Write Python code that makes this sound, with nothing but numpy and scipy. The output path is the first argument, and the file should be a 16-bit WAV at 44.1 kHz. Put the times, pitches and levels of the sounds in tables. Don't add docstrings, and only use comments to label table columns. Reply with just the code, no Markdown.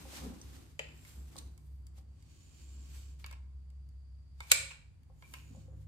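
import sys
import numpy as np
from scipy import signal
from scipy.fft import rfft, irfft
from scipy.io import wavfile
from scipy.ndimage import uniform_filter1d

SR = 44100
rng = np.random.default_rng(int(sys.argv[2]) if len(sys.argv) > 2 else 0)


def unload_wav(signal):
    wavfile.write(
        sys.argv[1],
        SR,
        np.round(np.clip(np.atleast_2d(signal).T, -1, 1) * 32767).astype(np.int16),
    )


N = 259253
TIME = np.arange(N) / SR

# f/Hz, level/dB
CRACK_TONE = [(200, -20), (420, -14), (560, -5), (1000, -7), (1500, -4), (1800, -8), (2120, -12), (2400, 1),
              (3100, -3), (4000, 2), (5300, -4), (7800, 1), (9500, -2), (11200, -6), (14500, -6),
              (15500, -16)]


def undb(db):
    return 10 ** (np.asarray(db) / 20)


def unit(x):
    return x / np.sqrt(np.mean(x ** 2) + 1e-20)


def curve(rows):
    return undb(np.interp(TIME, *np.transpose(rows)))


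def bins(x):
    return np.linspace(1e-3, SR / 2, x.shape[-1] // 2 + 1)


def colour(x, points):
    hz, db = np.transpose(points)
    f = bins(x)
    skirts = np.minimum(f / hz[0], 1) ** 2 * np.minimum(hz[-1] / f, 1) ** 2
    return irfft(rfft(x) * skirts * undb(np.interp(np.log(f), np.log(hz), db)), x.shape[-1])


def band(x, hz, kind, order=2):
    return signal.sosfilt(signal.butter(order, min(hz, .45 * SR), kind, fs=SR, output="sos"), x)


def stereo_noise(alike_hz):
    mid, side = rng.standard_normal((2, N))
    return mid + band(side, alike_hz, "high", order=1) * np.array([[1], [-1]])


def pan(db):
    return undb(np.array([[db], [-db]]) / 2)


def walk(rate):
    hold = int(SR / rate)
    steps = np.repeat(rng.standard_normal(N // hold + 1), hold)
    return unit(uniform_filter1d(steps, hold)[:N])


def add(track, s, sound):
    start = max(int(s * SR), 0)
    track[:, start:start + sound.shape[1]] += sound[:, :max(N - start, 0)]


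def fade(t, t60):
    return np.exp(-np.log(1000) * t / t60)


def strokes(rows, roundness=1):
    power = 0
    for s, db, rise_s, fall_s in rows:
        away = np.maximum((s - TIME) / rise_s, (TIME - s) / fall_s)
        power = power + undb(db - 20 * away ** roundness) ** 2
    return np.sqrt(power)


def friction(grain_db, grain_rate):
    return stereo_noise(470) * undb(grain_db * walk(grain_rate))


def ringing(t, modes, detune, blur_hz, spread_db=3.0):
    out = 0
    for hz, db, t60 in modes:
        bend, share = rng.standard_normal(2)
        rattle = np.cumsum(rng.standard_normal(len(t))) * np.sqrt(2 * np.pi * blur_hz / SR)
        phase = 2 * np.pi * (hz * (1 + detune * bend) * t + rng.random((2, 1))) + rattle
        out = out + undb(db + spread_db * share) * fade(t, t60) * np.sin(phase)
    return out


def contact(modes, hollow_db, bright_db, crack_t60, ring_db, detune, blur_hz, rise_s=0.00068):
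    t = np.arange(SR // 3) / SR
    crack = unit(colour(rng.standard_normal((2, len(t))), CRACK_TONE)) * fade(t, crack_t60)
    ring = undb(ring_db) * ringing(t, modes, detune, blur_hz)
    sound = (crack + ring) * (1 - np.exp(-t / rise_s))
    sound = band(sound, 355, "high", order=3)
    low, high = band(sound, 1200, "low", order=4), band(sound, 5700, "high", order=4)
    middle = band(band(sound, 1100, "high", order=3), 4800, "low", order=4)
    sound = undb(hollow_db) * unit(low) + unit(middle) + undb(bright_db) * unit(high)
    rough_peak = 3 * np.sqrt(np.mean(sound[:, :SR // 500] ** 2))
    return sound / rough_peak


def strikes(rows, modes, **settings):
    out = np.zeros((2, N))
    for s, db, hollow_db, bright_db, pan_db in rows:
        add(out, s, undb(db) * pan(pan_db) * contact(modes, hollow_db, bright_db, **settings))
    return out


def room(x, wet_db, gap_s=0.00055):
    # f/Hz, t60/s
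    echo_times = [(150, 0.37), (600, 0.53), (2300, 0.48), (5000, 0.43), (8000, 0.39), (14000, 0.18)]
    t = np.arange(SR) / SR
    noise = rfft(rng.standard_normal((2, len(t))))
    hz, t60 = np.transpose(echo_times)
    shares = [np.interp(np.log(bins(t)), np.log(hz), row) for row in np.eye(len(hz))]
    tail = sum(irfft(noise * share, len(t)) * fade(t, decay) for share, decay in zip(shares, t60))
    tail = unit(tail * np.clip(t / gap_s - 1, 0, 1)) / np.sqrt(len(t))
    return x + undb(wet_db) * signal.fftconvolve(x, tail, axes=1)[:, :N]


def background(rumble_db=-59, air_db=-76, hiss_hz=4700):
    # f/Hz, level/dB
    rumble_tone = [(20, -23), (35, -18), (50, 7.5), (80, 10), (120, -8.5), (180, -9), (300, -32.5)]
    # f/Hz, level/dB
    air_tone = [(250, 3), (430, -9.5), (770, -12.5), (1180, -15.5), (1450, -18), (2000, -19), (3900, -23),
                (5300, -24.5), (9000, -24.5), (13000, -34.5), (15500, -40)]
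    # t/s, level/dB
    hiss_levels = [(0, -86), (3.3, -90), (4.3, -82.5), (5.1, -92.5), (5.88, -101)]
    hiss_tone = [(hiss_hz * .86, -30), (hiss_hz * .97, 0), (hiss_hz * 1.03, 0), (hiss_hz * 1.14, -30)]
    rumble = unit(colour(stereo_noise(400), rumble_tone))
    air = unit(colour(stereo_noise(280), air_tone))
    hiss = unit(colour(stereo_noise(500), hiss_tone))
    return undb(rumble_db) * rumble + undb(air_db) * air + curve(hiss_levels) * hiss


def hum(motor_hz=66.3, mains_hz=49.4, overtone_db=-69, buzz_db=1, third_db=-5, drift_db=3):
    # t/s, level/dB
    motor_levels = [(0.0, -76), (0.05, -49), (0.1, -51.5), (0.15, -62), (0.23, -44), (0.39, -63.5),
                    (0.46, -51), (0.57, -54), (0.69, -81), (0.88, -52.5), (1.08, -66), (1.18, -48),
                    (1.26, -46), (1.37, -59.5), (1.46, -45), (1.54, -51.5), (1.59, -61), (1.67, -47.5),
                    (2.11, -53), (2.27, -76.5), (2.69, -48), (3.9, -48.5), (4.49, -54), (5.09, -68.5),
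                    (5.47, -53), (5.88, -54)]
    # t/s, level/dB
    buzz_levels = [(0, -70), (.9, -61.5), (1.5, -65), (2.5, -67.5), (2.75, -65.5), (4.0, -69), (4.6, -62),
                   (5.2, -68), (5.6, -57), (5.88, -57.5)]
    pitch_hz = motor_hz * (1 + 0.0038 * walk(14.0))
    turns = np.cumsum(pitch_hz) / SR + np.array([[0], [.02]])
    flutter = undb(-0.5 * walk(34))
    out = curve(motor_levels) * flutter * np.sin(2 * np.pi * turns)
    buzz = curve(buzz_levels) * undb(buzz_db)
    overtones = [(undb(overtone_db), 2 * turns),
                 (buzz, 2 * mains_hz * TIME),
                 (buzz * undb(third_db), 3 * mains_hz * TIME)]
    for gain, cycles in overtones:
        wander = 0.097 * rng.standard_normal((2, 1)) + 0.072 * walk(6.4)
        out = out + gain * undb(drift_db * walk(9.4)) * np.sin(2 * np.pi * (cycles + wander))
    return np.sqrt(2) * out


def knee_shuffles(gain_db=-1, uneven_db=0.8):
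    # peak t/s, level/dB, rise/s, fall/s
    shuffles = [(0.02, -53.5, 0.38, 0.27), (0.255, -49, 0.23, 0.3), (0.6, -59, 0.46, 0.24),
                (0.93, -63.5, 0.31, 0.57), (1.18, -60, 0.081, 0.19), (1.38, -58, 0.22, 0.3),
                (1.98, -71.5, 0.87, 0.68), (2.8, -65.5, 1.6, 1.3), (5.34, -66, 0.41, .25),
                (5.52, -65, 0.24, 0.52), (5.74, -65, 0.16, 0.15)]
    # f/Hz, level/dB
    floor_tone = [(120, -13), (180, -0.5), (245, -0.5), (320, -3), (420, -11), (600, -18.5), (1000, -19)]
    rub = unit(colour(stereo_noise(280), floor_tone))
    return rub * undb(uneven_db * walk(35) + gain_db) * strokes(shuffles)


def knee_thumps(rise_s=0.0046, dull_hz=600):
    # t/s, level/dB
    landings = [(0.069, -55), (0.207, -44), (0.231, -41.5), (0.263, -38), (0.302, -42), (0.369, -51),
                (5.504, -50), (5.528, -53.5), (5.575, -48.5)]
    # f/Hz, level/dB, t60/s
    floor_rings = [(180.6, -8, 0.14), (244.4, 4.5, 0.044), (288, -6, 0.055), (420, -12.5, 0.044)]
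    out, t = np.zeros((2, N)), np.arange(SR // 4) / SR
    for s, db in landings:
        ring = ringing(t, floor_rings, detune=0.044, blur_hz=9.2)[:1]
        sound = band(ring * (1 - np.exp(-t / rise_s)), dull_hz, "low")
        add(out, s, undb(db) * sound / np.abs(sound).max())
    return out


def clothes_rustle(uneven_db=1.0, treble_hz=8500):
    # peak t/s,
    # level/dB, rise/s, fall/s, extra treble/dB
    rubs = [(0.02, -58, 0.52, 0.12, -1), (0.17, -46.5, 0.17, 0.2, -3.5), (0.56, -60, 0.63, 0.31, -2),
            (1.091, -60.5, 0.25, 0.34, 2), (1.38, -60, 0.19, 0.18, -2), (1.66, -79.5, 0.23, 0.32, 7),
            (1.982, -64.5, 0.045, 0.049, -1), (2.96, -60, 0.12, 0.13, 1), (3.198, -63, 0.017, 0.1, -1),
            (4.43, -62, 0.067, 0.22, -5), (4.501, -56, 0.081, 0.03, 0), (5.33, -69.5, 0.16, 0.21, 10),
            (5.83, -74.5, 0.18, 0.045, 1)]
    # f/Hz, level/dB
    cloth_tone = [(240, -16), (400, -10), (600, -12), (850, -9), (1300, -10), (2600, -9), (4000, -10),
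                  (6000, -11), (8400, -10), (11000, -15), (12500, -13), (14200, -13.5), (15500, -32)]
    fibres = unit(colour(friction(grain_db=1.0, grain_rate=940), cloth_tone))
    fibres = fibres * undb(uneven_db * walk(47))
    body = strokes([(s, db, rise, fall) for s, db, rise, fall, _ in rubs])
    sheen = strokes([(s, db + extra, rise, fall) for s, db, rise, fall, extra in rubs])
    low, high = band(fibres, treble_hz, "low", order=3), band(fibres, treble_hz, "high", order=3)
    return (body * low + sheen * high) * pan(-0.52)


def nozzle_scrape(rub_db=5.0, tip_spread_hz=150, tip_wander_hz=70, uneven_db=1.0):
    # peak t/s, level/dB, rise/s, fall/s
    slides = [(0.99, -81, 0.25, 0.41), (2.62, -71.5, 0.53, 0.38), (2.97, -69.5, 0.2, 0.25),
              (5.35, -75, 0.2, 0.13), (5.58, -76, 0.32, 0.14)]
    # f/Hz, width/Hz, level/dB
    resonances = [(1110, 18, 2), (1570, 220, -6), (2490, 480, -2), (2964, 105, 0.5), (3230, 110, -2.5),
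                  (3720, 120, -3), (4530, 510, -1.5), (5560, 600, -5.5), (6700, 680, -1.5), (8150, 460, -1),
                  (12700, 720, -11.5)]
    # t/s, f/Hz, level/dB
    squeal_path = [(0.702, 7400, -91), (1.0, 7500, -74), (1.2, 7600, -72.5), (1.5, 8100, -100),
                   (2.24, 7250, -104), (2.31, 7050, -80), (2.39, 6930, -74.5), (2.52, 7200, -73.5),
                   (2.659, 7130, -72), (2.8, 7400, -69), (2.88, 7300, -78), (2.95, 7870, -71),
                   (3.12, 7370, -78), (3.2, 7250, -100), (5.12, 6970, -105), (5.2, 6970, -79.5),
                   (5.55, 6960, -74), (5.75, 7000, -90)]
    grit = friction(grain_db=1.0, grain_rate=360)
    f = bins(grit)
    power = sum(undb(db) ** 2 / (1 + ((f - hz * hz / f) / width) ** 2) for hz, width, db in resonances)
    rub = unit(irfft(rfft(grit) * np.sqrt(power), N)) * undb(rub_db) * strokes(slides, roundness=2.54)
    times, pitch, level_db = np.transpose(squeal_path)
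    tip_hz = np.interp(TIME, times, pitch) + tip_wander_hz * walk(8.8)
    slips = band(friction(grain_db=1.5, grain_rate=390), tip_spread_hz, "low")
    tip = slips * np.sin(2 * np.pi * np.cumsum(tip_hz) / SR)
    squeal = unit(tip) * undb(np.interp(TIME, times, level_db))
    return (rub + squeal) * undb(uneven_db * walk(22)) * pan(-2.3)


def cartridge_bumps(gain_db=3, soft_hz=1200, thud_db=-7, thud_t60=0.0078, reach=0.81):
    # t/s, level/dB, f/Hz
    blows = [(0.052, -51, 875), (0.131, -52, 890), (0.18, -54, 1070), (0.22, -54.5, 766),
             (0.253, -56.5, 750), (0.322, -56.5, 980), (1.356, -50, 1010), (1.98, -63.5, 1110),
             (5.098, -61.5, 852), (5.223, -66, 560), (5.547, -57, 778), (5.567, -60, 516), (5.68, -58, 510),
             (5.729, -68, 550)]
    # f/Hz, level/dB, t60/s
    cartridge_rings = [(298, 4, 0.052), (530, 5, 0.12), (596, -9, 0.07), (776, 8.5, 0.023),
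                       (1084, -1, 0.043), (1200, -13, 0.016)]
    out, t = np.zeros((2, N)), np.arange(SR // 4) / SR
    for s, db, spot_hz in blows:
        noise = band(rng.standard_normal(len(t)), 710, "high")
        thud = unit(band(noise, soft_hz, "low", order=4)) * fade(t, thud_t60)
        sound = ringing(t, cartridge_rings, detune=0.0097, blur_hz=2.1)[:1] + undb(thud_db) * thud
        sound = band(band(sound, spot_hz / reach, "high", order=3), spot_hz * reach, "low", order=3)
        add(out, s, undb(db + gain_db) * sound / np.abs(sound).max())
    return out


def loose_rattle():
    # peak t/s, level/dB, rise/s, fall/s
    rattles = [(0.797, -52, 0.0037, 0.18), (3.265, -58.5, 0.022, 0.082), (3.325, -59.5, 0.012, 0.064),
               (4.525, -50, 0.0042, 0.21), (4.712, -50, .01, .07), (5.228, -72, 0.0028, 0.23),
               (5.345, -57, .004, 0.16)]
    # f/Hz, level/dB
    rattle_tone = [(900, -14), (1400, -4), (1900, -2), (2100, -14.5), (2350, 6), (2620, 6.5), (2900, 1),
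                   (3300, -7), (3900, -7.5), (4800, -8), (6000, -16.5)]
    knocks = unit(colour(friction(grain_db=3, grain_rate=500), rattle_tone))
    return knocks * strokes(rattles) * pan(-0.57)


def spring_buzz(centre_hz=2345, width_hz=45):
    # peak t/s, level/dB, rise/s, fall/s
    jolts = [(4.408, -59, 0.0034, 0.19), (4.525, -44.5, .004, 0.17), (5.228, -62, 0.0034, .14)]
    coils = unit(band(rng.standard_normal((2, N)), width_hz, "low"))
    return coils * np.sqrt(2) * np.sin(2 * np.pi * centre_hz * TIME) * strokes(jolts)


def spring_tink():
    # t/s, level/dB, hollow/dB, bright/dB, left minus right/dB
    hits = [(0.414, -40, -25, 10, -1)]
    # f/Hz, level/dB, t60/s
    spring_rings = [(4720, -3, 0.017), (5580, 1, 0.045), (6450, 1, 0.02), (8580, -5, 0.018)]
    return strikes(hits, spring_rings, crack_t60=0.0058, ring_db=6, detune=0.0034, blur_hz=90)


def rod_grate():
    # t/s, level/dB, hollow/dB, bright/dB, left minus right/dB
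    jerks = [(1.365, -39, -26, 4, 1), (1.3795, -46, -11, -1, -13), (1.383, -38.5, -18, 0, -9),
             (1.386, -34.5, -18, 10, 2.5), (1.391, -43, -24, -17, -4)]
    # f/Hz, level/dB, t60/s
    rod_rings = [(3900, 8, 0.022), (4680, 5, 0.021), (5840, 3, 0.023), (7270, 4, 0.025), (8840, 13, 0.014),
                 (9250, -7, .015), (13100, 5, 0.013)]
    return strikes(jerks, rod_rings, crack_t60=0.014, ring_db=6, detune=0.03, blur_hz=300)


def catch_ticks():
    # t/s, level/dB, hollow/dB, bright/dB, left minus right/dB
    taps = [(1.049, -45.5, -19, -2, 0), (1.355, -51, 5, 2, -7), (1.577, -50.5, -4, 7, -4),
            (1.867, -47.5, -18, 10.5, 2), (2.224, -54.5, -26, 7, -2), (3.242, -35.5, -10, -23, -4.5),
            (3.262, -38, -8, 2, 1), (3.311, -42.5, 0, -2, 2), (3.326, -44, 3, -2, -4),
            (3.702, -59, -30, 3, 2), (3.889, -61, -14, 10, -2), (4.404, -32.5, -3.5, -9.5, -0.5),
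            (4.71, -42.5, -1, -10, 1), (5.032, -64.5, -24, 1, -10.5), (5.223, -45.5, -1, -17, -0.5),
            (5.338, -33, -5.5, -4.5, -0.5)]
    # f/Hz, level/dB, t60/s
    plate_rings = [(583, -8, 0.026), (940, -4.5, 0.024), (1067, -6, 0.068), (1320, -1, .02),
                   (1650, -1.5, 0.032), (2200, 3, .035), (2810, -5.5, 0.022), (3130, -3.5, .025),
                   (3650, -3.5, 0.022), (4630, -1, .018), (5680, -5, 0.01), (7900, -1, .008)]
    return strikes(taps, plate_rings, crack_t60=0.016, ring_db=-1.5, detune=0.018, blur_hz=40.3)


def trigger_clack():
    # t/s, level/dB, hollow/dB, bright/dB, left minus right/dB
    hits = [(0.7924, -24, -5.5, -11.5, 2)]
    # f/Hz, level/dB, t60/s
    trigger_rings = [(560, -5.5, .06), (602, -2, 0.07), (1250, -11, 0.032), (1965, 6, 0.018),
                     (2430, 9.5, 0.017), (2640, 12, 0.022), (2990, 6.5, .03), (4860, 0.5, 0.018),
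                     (6420, -3, .015), (6930, 3, 0.011), (7480, 8, 0.011), (8300, -5, .014)]
    return strikes(hits, trigger_rings, crack_t60=0.011, ring_db=11, detune=0.0044, blur_hz=79)


def snap_onset(dull_hz=7000, thin_hz=800):
    # peak t/s, level/dB, rise/s, fall/s
    swell = [(4.514, -28, 0.0098, .006)]
    grit = band(colour(friction(grain_db=4.5, grain_rate=760), CRACK_TONE), thin_hz, "high")
    return unit(band(grit, dull_hz, "low")) * strokes(swell)


def rod_snap():
    # t/s, level/dB, hollow/dB, bright/dB, left minus right/dB
    hits = [(4.516, -1, -16.5, 2, -0.5), (4.5183, -11, -15, 4, -3.5), (4.5205, -13.5, -12, -4, -8.5)]
    # f/Hz, level/dB, t60/s
    frame_rings = [(532, -17, .04), (865, -20.5, .025), (1470, -9.5, 0.033), (1940, -7, .025),
                   (2341, 0, .026), (2406, 0, 0.028), (2850, -11, 0.032), (3186, -8.5, .022),
                   (3688, -3, .022), (3948, -4, 0.043), (4700, -7, 0.017), (5200, -8.5, .016),
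                   (5915, -12.5, 0.013), (6810, -4.5, 0.0098), (6704, -7.5, 0.015), (7490, -7, .025),
                   (7880, -7, .018), (8430, 0.5, 0.014), (9630, -5.5, 0.0092), (9570, -9.5, .016)]
    return strikes(hits, frame_rings, crack_t60=0.016, ring_db=-6.5, detune=0.0036, blur_hz=25)


def scene():
    ticks, clack, grate = catch_ticks(), trigger_clack(), rod_grate()
    tink, snap = spring_tink(), rod_snap()
    gun = room(ticks, wet_db=-9.0) + room(clack, wet_db=-9.5) + room(grate + tink, wet_db=-11)
    gun = gun + room(snap + snap_onset(), wet_db=-8.0) + loose_rattle() + spring_buzz()
    knocks = room(cartridge_bumps(), wet_db=-3.5) + room(knee_thumps(), wet_db=-8)
    rubbing = clothes_rustle() + nozzle_scrape() + knee_shuffles()
    return gun + knocks + rubbing + hum() + background()


def record(dry):
    treble_cut = signal.ellip(10, .2, 80, 15800, fs=SR, output="sos")
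    return signal.sosfilt(treble_cut, np.clip(dry, -1, 1))


dry = scene()
out = record(dry)
unload_wav(out)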